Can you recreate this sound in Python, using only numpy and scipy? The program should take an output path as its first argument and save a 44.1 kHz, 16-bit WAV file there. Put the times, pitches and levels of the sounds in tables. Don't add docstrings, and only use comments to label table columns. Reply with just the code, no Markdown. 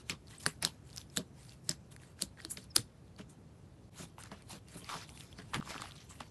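import sys
import numpy as np
from scipy import signal
from scipy.fft import rfft, irfft
from scipy.io import wavfile
from scipy.ndimage import uniform_filter1d

SR = 44100
rng = np.random.default_rng(int(sys.argv[2]) if len(sys.argv) > 2 else 0)


def master_out(mix):
    frames = np.transpose(np.atleast_2d(mix))
    ceiling = np.clip(frames, -1, 1)
    pcm = np.round(ceiling * 32767).astype(np.int16)
    wavfile.write(sys.argv[1], SR, pcm)


def invert_db(level):
    return 10 ** (np.asarray(level, dtype=float) / 20)


N = 277830
TABLE_START_S = 3.896


def level(x, db):
    return x * invert_db(db) / np.sqrt(np.mean(x ** 2))


def band(x, lo_hz, hi_hz, order=2):
    edges_hz = [lo_hz, min(hi_hz, .45 * SR)]
    return signal.sosfilt(signal.butter(order, edges_hz, "band", fs=SR, output="sos"), x)


def steep_lowpass(x, edge_hz, stop_db):
    return signal.sosfiltfilt(signal.ellip(6, .3, stop_db, edge_hz, fs=SR, output="sos"), x)


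def ring(hz, t60_s, size, rise_s=.0001, glide=0.):
    t = np.arange(size) / SR
    envelope = (1 - np.exp(-t / rise_s)) * np.exp(-np.log(1000) * t / t60_s)
    mode = envelope * np.sin(2 * np.pi * hz * t * (1 + glide * t / t60_s))
    return mode / np.abs(mode).max()


def add(out, start_s, x):
    i = int(start_s * SR)
    out[i:i + len(x)] += x[:len(out) - i]


def walk(rate_hz):
    hold = int(SR / rate_hz)
    held = np.repeat(rng.standard_normal(N // hold + 1), hold)[:N]
    return uniform_filter1d(uniform_filter1d(held, hold), hold) * np.sqrt(2)


def pockets():
    # time in seconds, pocket peak in dB, pocket pitch in Hz,
    # finger hole over pocket in dB, top partial over pocket in dB.
    large = [(0.0967, -22, 2780, -32, -1), (0.4634, -15.5, 4650, 3.5, -9), (0.4705, -33, 4700, -27, -8),
             (0.6256, -32, 5400, 7.5, 12), (0.6497, -12, 4210, -4.5, -5), (0.974, -36, 5500, -42, -2),
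             (1.1642, -34, 3900, -8, -1), (1.1678, -32, 3700, -18.5, 1), (1.1722, -17.5, 3820, 1.5, 2.5),
             (1.6911, -27.5, 4200, 0.5, -11), (1.6932, -15, 5500, -34, -10), (1.715, -33, 4220, 1, -1),
             (2.2167, -35, 5000, -27, -3), (2.2219, -17.5, 4500, -31, 0), (2.4497, -26, 4380, -9.5, -6),
             (2.7612, -18.5, 5100, -25, 7), (2.7641, -13, 4840, -12.5, 3), (2.765, -24, 4430, -15, 10.5),
             (2.7795, -31.5, 4000, -6.5, -8), (2.7807, -31, 3860, -2.5, 0), (4.236, -45, 6800, -8, 2),
             (4.892, -33, 3510, 5, -16), (5.5438, -23.5, 3530, 1, -7.5), (5.8205, -36, 3660, 14, -2),
             (0.4581, -32, 4600, -1.5, -13)]
    # time in seconds, peak in dB, pitch in Hz.
    small = [(0.6503, -26.5, 10900), (1.1634, -33, 11000), (1.1725, -29.5, 10800), (1.179, -31, 7700),
             (2.222, -21.5, 10500), (2.2168, -34, 7300), (2.5103, -28, 8300), (0.1075, -36, 8000),
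             (0.63, -31, 4500), (0.6612, -37, 10800), (0.1107, -29, 3510), (0.2826, -43, 4310),
             (0.65, -20, 5820), (0.6618, -35, 3430), (0.9017, -49, 4440), (0.93, -41, 4630),
             (0.963, -38, 5850), (0.9804, -30.5, 5400), (1.015, -38.5, 3700), (1.1785, -23.5, 4200),
             (1.494, -40, 4720), (1.522, -47, 3600), (1.6934, -15.5, 7760), (1.71, -27.5, 5200),
             (1.713, -31, 5130), (2.418, -44.5, 4860), (2.5723, -31, 4800), (4.226, -43, 3480),
             (4.26, -49, 4390), (4.3172, -46, 4660), (4.685, -50.5, 3460), (4.8445, -36, 4740),
             (5.092, -40, 2800), (5.208, -36, 3600), (5.7802, -31.5, 2820), (5.91, -38.5, 3470),
             (5.92, -37.5, 3800), (5.964, -43.5, 3970)]
    # time in seconds, peak in dB, pitch in Hz.
    hollows = [(0.099, -15.5, 2460), (0.1184, -35, 1360), (0.122, -29, 2390), (0.641, -27, 2400),
               (5.753, -29, 1100), (5.719, -30, 2200), (4.969, -30, 1300), (5.023, -33.5, 1210),
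               (0.629, -20.5, 2350), (0.6314, -25, 1760), (1.964, -36.5, 1720), (2.0345, -38.5, 1750),
               (2.192, -35.5, 1700), (2.3737, -39.5, 1850), (2.4024, -29, 1930), (2.574, -26.5, 2330),
               (3.1938, -35.5, 1570), (4.183, -31, 998), (4.3166, -29.5, 1030), (4.899, -22, 1370),
               (4.9328, -30, 2450), (4.9525, -24, 1200), (4.9555, -27, 1010), (5.1752, -34.5, 2670),
               (5.388, -31.5, 1750), (5.535, -20, 1110), (5.743, -25, 1410), (5.6124, -30, 1310),
               (5.626, -26.5, 1250), (5.675, -28.5, 1150), (5.762, -25, 1350), (5.799, -30, 1160),
               (5.857, -32, 1300), (6.2052, -28, 1250), (6.2075, -26, 880)]
    # time in seconds, peak in dB.
    films = [(0.428, -47), (0.4363, -48.5), (0.6211, -45), (1.071, -59), (2.418, -49), (2.5038, -35.5),
             (2.5068, -45.5), (2.513, -35), (2.5134, -44), (2.518, -29), (2.5213, -37), (2.6416, -44),
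             (2.754, -33), (3.1943, -55), (4.4957, -38)]
    # time in seconds, peak in dB.
    cracks = [(0.09, -49), (1.4312, -54), (1.45, -58), (1.9637, -45.5), (2.035, -54), (2.1925, -50),
              (2.29, -63), (2.545, -54), (5.8188, -35.5), (2.755, -40), (2.783, -36), (4.2372, -44),
              (4.4225, -50.5), (4.685, -48), (5.0928, -44.5), (5.1756, -49), (5.208, -51), (5.39, -56),
              (6.2049, -43.5)]

    def hole_hz(s):
        return 1750 if s < TABLE_START_S else 1250

    bursts = []
    for s, db, hz, hole_db, top_db in large:
        bursts.append((s, db, hz, db + hole_db, hole_hz(s), db + top_db))
    for s, db, hz in small:
        bursts.append((s, db, hz, db - 13.5, hole_hz(s), db - 35))
    for s, db, hz in hollows:
        bursts.append((s, db - 18.5, hz * 2.3, db, hz, db - 30))
    for s, db in films:
        bursts.append((s, db - 17, 5200, db - 34, hole_hz(s), db))
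    for s, db in cracks:
        bursts.append((s, db, 4500, db + 3.5, 2240, db + 3))
    return bursts


def pops():
    out, t = np.zeros(N), np.arange(400) / SR
    for s, db, hz, hole_db, hole_hz, top_db in pockets():
        pocket = invert_db(db - .7) * ring(hz, .0036, size=400, glide=-.05)
        top_hz = np.clip(hz * 1.95, 7500, 10800) * (1 + .04 * rng.standard_normal())
        top = invert_db(top_db - .7) * ring(top_hz, .0022, size=400)
        hole = ring(hole_hz, 11.0 / hole_hz, size=400, rise_s=.4 / hole_hz, glide=-.08)
        hole = invert_db(hole_db - 8.5) * hole
        spray = np.diff(rng.standard_normal(401)) * .7 * np.exp(-t / .0029)
        spray = spray * (invert_db(db - 18.5) + invert_db(top_db - 18.0))
        add(out, s, pocket + top + hole + spray)
    return out


def snaps():
    # time in seconds, peak in dB, pitch in Hz.
    strands = [(0.1195, -33, 3500), (0.277, -52, 4500), (0.309, -49, 1800), (0.31, -48, 4500),
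               (0.428, -42, 8500), (0.4362, -35, 7800), (0.4633, -18.5, 1520), (0.4637, -19.5, 2650),
               (2.7613, -24, 5500), (0.893, -50, 2500), (0.902, -46, 7500), (0.909, -46, 5000),
               (0.9628, -29.5, 8500), (0.974, -33, 4500), (0.9804, -27.5, 5000), (0.995, -46, 4600),
               (1.002, -43, 4400), (1.431, -49, 4200), (1.45, -49, 5200), (1.494, -50, 9000),
               (1.507, -46, 6200), (1.522, -48, 5000), (2.4497, -40, 1490), (2.5717, -34, 3500),
               (2.7641, -6, 5400), (2.7644, -25, 1110), (4.182, -43, 2500), (4.1915, -43.5, 9000),
               (4.227, -42, 3000), (4.2371, -33.5, 8000), (4.2593, -44, 7000), (4.3162, -39, 3470),
               (5.61, -43, 3500), (5.845, -40, 3500), (5.857, -42, 2800), (5.896, -46, 4100),
               (5.97, -46, 4800), (6.012, -49, 3500), (6.025, -50, 4000), (6.204, -37.5, 3000),
               (6.2057, -40, 6200), (6.207, -36, 3200), (6.212, -43, 2500), (6.233, -43.5, 2800)]
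    out = np.zeros(N)
    for s, db, hz in strands:
        add(out, s, invert_db(db) * ring(hz, 5 / hz, size=200, rise_s=.3 / hz))
    return out


def ticks():
    # time in seconds, peak in dB, pitch in Hz.
    threads = [(0.2713, -45, 4550), (0.305, -48, 3700), (0.35, -43, 4220), (1.1, -45, 5270),
               (1.485, -47, 4930), (1.5056, -49, 4800), (2.4, -51, 4450), (2, -49, 2680),
               (3.1637, -45.5, 4500), (5.328, -38, 3350), (5.7114, -34, 4100), (5.98, -42, 3950),
               (5.9555, -47, 9000), (5.955, -46, 4200), (6.5, -43, 3900), (6.104, -47, 6400),
               (6.103, -48, 8700), (2.408, -51, 4600), (2.424, -48, 4600), (2.409, -48, 8500),
               (2.464, -49, 4600), (2.489, -54, 10500), (5.014, -38, 3900), (4.939, -38, 3200),
               (5.808, -42, 6800), (5.1, -42, 5800), (5.4, -42, 3200)]
    out, t = np.zeros(N), np.arange(400) / SR
    for s, db, hz in threads:
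        spray = .3 * rng.standard_normal(400) * np.exp(-t / .002)
        add(out, s, invert_db(db - 6) * (ring(hz, .009, size=400) + spray))
    return out


def whistles():
    # time in seconds, length in seconds, start pitch in Hz, end pitch in Hz, level in dB.
    slits = [(0.4635, 0.0052, 11300, 8500, -25), (0.4685, 0.0045, 4700, 4600, -36),
             (0.324, .026, 1800, 2050, -57.5), (0.38, 0.008, 7400, 8600, -46),
             (2.508, 0.016, 10600, 10300, -36), (0.0992, .006, 3700, 4600, -33),
             (0.1065, .0035, 4900, 5360, -34), (2.766, .0025, 4300, 5300, -33),
             (2.7, 0.024, 5700, 5000, -53), (2.388, 0.015, 1800, 1900, -53), (2.39, .018, 3100, 3500, -60),
             (2.578, .014, 3300, 3100, -57), (1.1805, .005, 10300, 11500, -39),
             (6.3, .014, 1300, 1450, -43)]
    out = np.zeros(N)
    for s, length_s, start_hz, end_hz, db in slits:
        n = int(length_s * SR)
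        hz = end_hz + (start_hz - end_hz) * np.linspace(1, 0, n) ** 2
        if length_s > .01:
            hz = hz + 900 * (start_hz / 10000) ** 2 * rng.standard_normal(n)
        add(out, s, invert_db(db) * np.hanning(n) ** .5 * np.sin(2 * np.pi * np.cumsum(hz) / SR))
    return out


def jolts():
    # time in seconds, peak in dB, main pitch in Hz.
    shoves = [(0.097, -40, 168), (0.122, -44, 139), (0.464, -33.5, 168.4), (0.632, -41, 166.5),
              (0.653, -39.5, 168), (1.174, -33.5, 191), (1.192, -36.5, 171), (1.694, -36.5, 170.4),
              (2.223, -39, 171), (2.45, -42.5, 304), (2.576, -47, 175), (2.766, -35, 347),
              (2.785, -37, 137), (3.195, -42, 187), (3.999, -42.5, 167.5), (4.031, -46, 170),
              (4.317, -45, 190.5), (4.528, -47.5, 225), (4.551, -48.5, 198), (4.753, -42.5, 185),
              (4.783, -52, 128), (4.823, -50, 177), (4.952, -44.5, 190), (5.388, -44, 198),
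              (5.548, -37.5, 139), (5.564, -35, 135.5), (5.69, -48, 197), (5.751, -45, 253),
              (5.8, -48, 130), (6.207, -44.5, 276)]
    # pitch ratio, decay time t60 in seconds, level in dB.
    modes = [(1.001, 0.11, 3.5), (1.501, 0.097, -1.5), (2.199, 0.098, -3), (3.4, 0.064, -5.5)]
    out = np.zeros(N)
    for s, db, hz in shoves:
        wobble = 0
        for ratio, t60_s, mode_db in modes:
            if hz > 260:
                mode_db = mode_db - 9 * np.log2(ratio)
            mode_hz = hz * ratio * (1 + .077 * rng.standard_normal())
            mode = ring(mode_hz, t60_s * min(190 / hz, 1), size=5000, rise_s=.0023)
            wobble = wobble + invert_db(mode_db) * mode
        add(out, s, invert_db(db - 4.0) * wobble)
    return out


def sudden_stop():
    out, t = np.zeros(N), np.arange(int(.0118 * SR)) / SR
    add(out, 5.5892, invert_db(-30) * np.minimum(t / .0087, 1) * np.sin(2 * np.pi * 205 * t))
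    return out


def tearing(centre_hz, spread_oct, cycles, rate_hz, scatter_db, hiss_db):
    grains, hiss = 0, 0
    for step in np.linspace(-1.6, 1.6, num=9):
        hz = min(centre_hz * 2 ** (spread_oct * step), 11500)
        size = np.minimum(rng.exponential(size=N), 3.0)
        hits = (rng.random(N) < rate_hz / 9 / SR) * invert_db(scatter_db * size)
        patch = np.exp(-step ** 2 / 4) * invert_db(4.2 * walk(30))
        grains = grains + patch * np.convolve(hits, ring(hz, 3 * cycles / hz, size=900))[:N]
        lo_hz, hi_hz = hz * 2 ** (-.3 * spread_oct), hz * 2 ** (.26 * spread_oct)
        hiss = hiss + patch * band(rng.standard_normal(N), lo_hz, hi_hz, order=1)
    return level(level(grains, 0) + level(hiss, hiss_db), 0)


def strain(family):
    # time in seconds, middle grains in dB, coarse over middle in dB,
    # fine over middle in dB.
    rips = [(0.0, -64, 5.5, -4.5), (0.1, -45, -1.5, -7.5), (0.306, -61.5, 0, 1.5), (0.402, -56, -8, 1),
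            (0.431, -59, -1, 3), (0.465, -56, 11, 7.5), (0.629, -43, -2, -20), (0.652, -43, -4.5, -7),
            (1.007, -59, -19, -8), (1.174, -44.5, -3, -10), (1.699, -47, -1, -5.5), (1.919, -62.5, 0.5, 6),
            (2.217, -49, -7, -1), (2.385, -73, 12.5, -12), (2.505, -60, -1, 19), (2.574, -59.5, 0, 0.5),
            (2.762, -47, -4, 4), (2.78, -49.5, -5, 0), (5.692, -56, -2, -3), (5.808, -58.5, -5, 2.5),
            (4.943, -55, 6, -1), (5.015, -54, -5, -12), (0.66, -54, -4, -5), (3.188, -58, 2, -6.5),
            (3.298, -70, -1, 9), (4.189, -65, 11, 5), (4.318, -61.5, 10.5, -4), (4.774, -62, 0.5, 8),
            (5.2, -60, -2, 3.5), (5.386, -58.5, 5.5, -11), (5.544, -47.5, 11.5, -3.5),
            (6.096, -65.5, -11, -1), (5.96, -57.5, -10, -23), (6.003, -56, -8, -21), (6.207, -62.5, 11, -6)]
    # start in seconds, length in seconds, level in dB,
    # change over the length in dB, coarse over fine in dB.
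    drags = [(0.279, 0.088, -72.5, 7.5, -3), (0.054, 0.031, -77, 12, 0), (0.872, 0.14, -72, 7, -5),
             (1.127, 0.037, -74.5, 11, -6.5), (1.381, 0.16, -68.5, 0.5, -4), (1.65, 0.028, -74.5, 9.5, -6),
             (2.022, 0.099, -66.5, -9.5, -0.5), (2.2, 0.015, -68, 10, 0), (0.49, 0.098, -68.5, -10, -6),
             (5.503, 0.032, -70, 4, 3), (2.41, 0.16, -66, -12, 1), (2.595, 0.053, -76.5, 5.5, -6),
             (3.987, 0.053, -54, 0, -3.5), (4.199, 0.075, -70, 5.5, 3), (4.374, 0.047, -71, -0.5, 8),
             (4.513, 0.052, -53.5, -5.5, -3.5), (4.698, 0.17, -63.5, -1, 0), (4.9, 0.13, -53, -3, 6.5),
             (5.087, 0.19, -62.5, -9, -1), (5.319, 0.37, -66.5, -13, 5), (5.631, 0.079, -67, 13, 3),
             (5.716, 0.17, -53.5, -9, 11.5), (5.89, 0.17, -64, -5, 4.5), (6.107, 0.17, -66.5, -5, -0.5)]
    # coarse, middle, fine in dB.
    rest_db = (-82, -81, -85)
    rip_rise_db_s, rip_fall_db_s = 1599, (250, 290.5, 270)[family]
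    rip_hold_s = .11
    drag_rise_db_s, drag_fall_db_s = 445, 455
    t = np.arange(0, N + 64, 64) / SR
    power = np.full(len(t), invert_db(2 * rest_db[family]))
    for s, db, coarse_db, fine_db in rips:
        rise = rip_rise_db_s * (s - t)
        fall = rip_fall_db_s * (t - s) * (1 + (t - s) / rip_hold_s)
        colour_db = (coarse_db, 0, fine_db)[family]
        power = power + invert_db(2 * (db + colour_db - np.where(t < s, rise, fall)))
    for s, length_s, db, change_db, tilt_db in drags:
        fade = drag_rise_db_s * np.maximum(s - t, 0)
        fade = fade + drag_fall_db_s * np.maximum(t - s - length_s, 0)
        colour_db = (tilt_db / 2, 0, -1 - tilt_db / 2)[family]
        sag = change_db * np.clip((t - s) / length_s, 0, 1)
        power = power + invert_db(2 * (db + colour_db + sag - fade))
    return np.interp(np.arange(N) / SR, t, np.sqrt(power))


def jerks():
    slips = (rng.random(N) < 160 / SR) * np.minimum(rng.exponential(size=N), 2.5)
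    decay = np.exp(-np.arange(600) / SR / .0025)
    return level(1 + .3 * np.convolve(slips, decay)[:N], 0)


def skin():
    # centre pitch in Hz, pitch spread in octaves, ring in cycles, grains per second,
    # size scatter in dB, wet hiss in dB.
    families = [(1332, 0.67, 4.9, 700, 2.5, 1.5), (4048, 0.46, 22, 920, 2.2, 2),
                (8920, 0.28, 7.2, 3600, 5.5, 3.5)]
    torn = 0
    for k, family in enumerate(families):
        torn = torn + strain(k) * invert_db(.5) * tearing(*family)
    return torn * jerks() * invert_db(1.2 * walk(40))


def walls(x):
    t = np.arange(12000) / SR
    delay_s, smear_s, tail_t60_s = .0165, .0036, .2
    wall = np.exp(-.5 * ((t - delay_s) / smear_s) ** 2) * rng.standard_normal(len(t))
    envelope = np.minimum(t / .002, 1) * np.exp(-np.log(1000) * t / tail_t60_s)
    tail = envelope * band(rng.standard_normal(len(t)), 420, 8500, order=1)
    answer = invert_db(-29) * wall / np.linalg.norm(wall) + invert_db(-25.5) * tail / np.linalg.norm(tail)
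    return signal.fftconvolve(x, answer)[:N]


def room():
    # frequency in Hz, noise density in dB per Hz.
    spectrum = [(18, -39.5), (30, -35), (58, -1.5), (130, 0.5), (200, -7), (400, -14.5), (800, -23.5),
                (1600, -31.5), (3200, -39), (11000, -44), (14000, -53.5)]
    hz, db = np.transpose(spectrum)
    bins_hz = np.maximum(np.fft.rfftfreq(N, 1 / SR), 1)
    gain = invert_db(np.interp(np.log(bins_hz), np.log(hz), db))
    hum = irfft(rfft(rng.standard_normal(N)) * gain, N)
    return level(hum * invert_db(.4 * walk(3)), -55.5)


def glitches():
    # time in seconds, peak in dB.
    clicks = [(0.644, -52), (2.219, -47), (4.2369, -60)]
    out = np.zeros(N)
    for s, db in clicks:
        add(out, s, invert_db(db) * np.array([1., -1.]))
    return out


def treble_patches(x):
    side, smear = 0, rng.standard_normal(256)
    for lo_hz in (4300, 5600, 7300, 9500):
        patch = np.repeat(rng.random(N // 2048 + 1) < .45, 2048)[:N]
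        side = side + uniform_filter1d(1. * patch, 400) * band(x, lo_hz, 1.3 * lo_hz, order=4)
    side = invert_db(-12) * np.convolve(side, smear / np.linalg.norm(smear), "same")
    return np.tanh(side / .025) * .025


def scene():
    bright = pops() + snaps() + ticks() + whistles()
    mono = bright + walls(bright) + jolts() + skin() + room()
    return np.array([mono, mono])


def low_pass(x):
    return signal.sosfilt(signal.butter(12, 16000, fs=SR, output="sos"), x)


def record(dry):
    since_s = np.arange(N) / SR - TABLE_START_S
    x = dry[0] * np.where(since_s < 0, 1, np.clip(since_s / .03, .15, 1))
    top_hz = 11800
    body = steep_lowpass(x, top_hz, stop_db=30)
    top = steep_lowpass(x, 1.045 * top_hz, stop_db=20) - body
    top_rms = np.sqrt(uniform_filter1d(top ** 2, 512) + 1e-18)
    gate = np.clip(top_rms / invert_db(-66) - 1, 0, 1)
    x = body + top * gate + sudden_stop() + glitches()
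    side = treble_patches(x)
    return low_pass(np.array([x + side, x - side]))


dry = scene()
out = record(dry)
master_out(out)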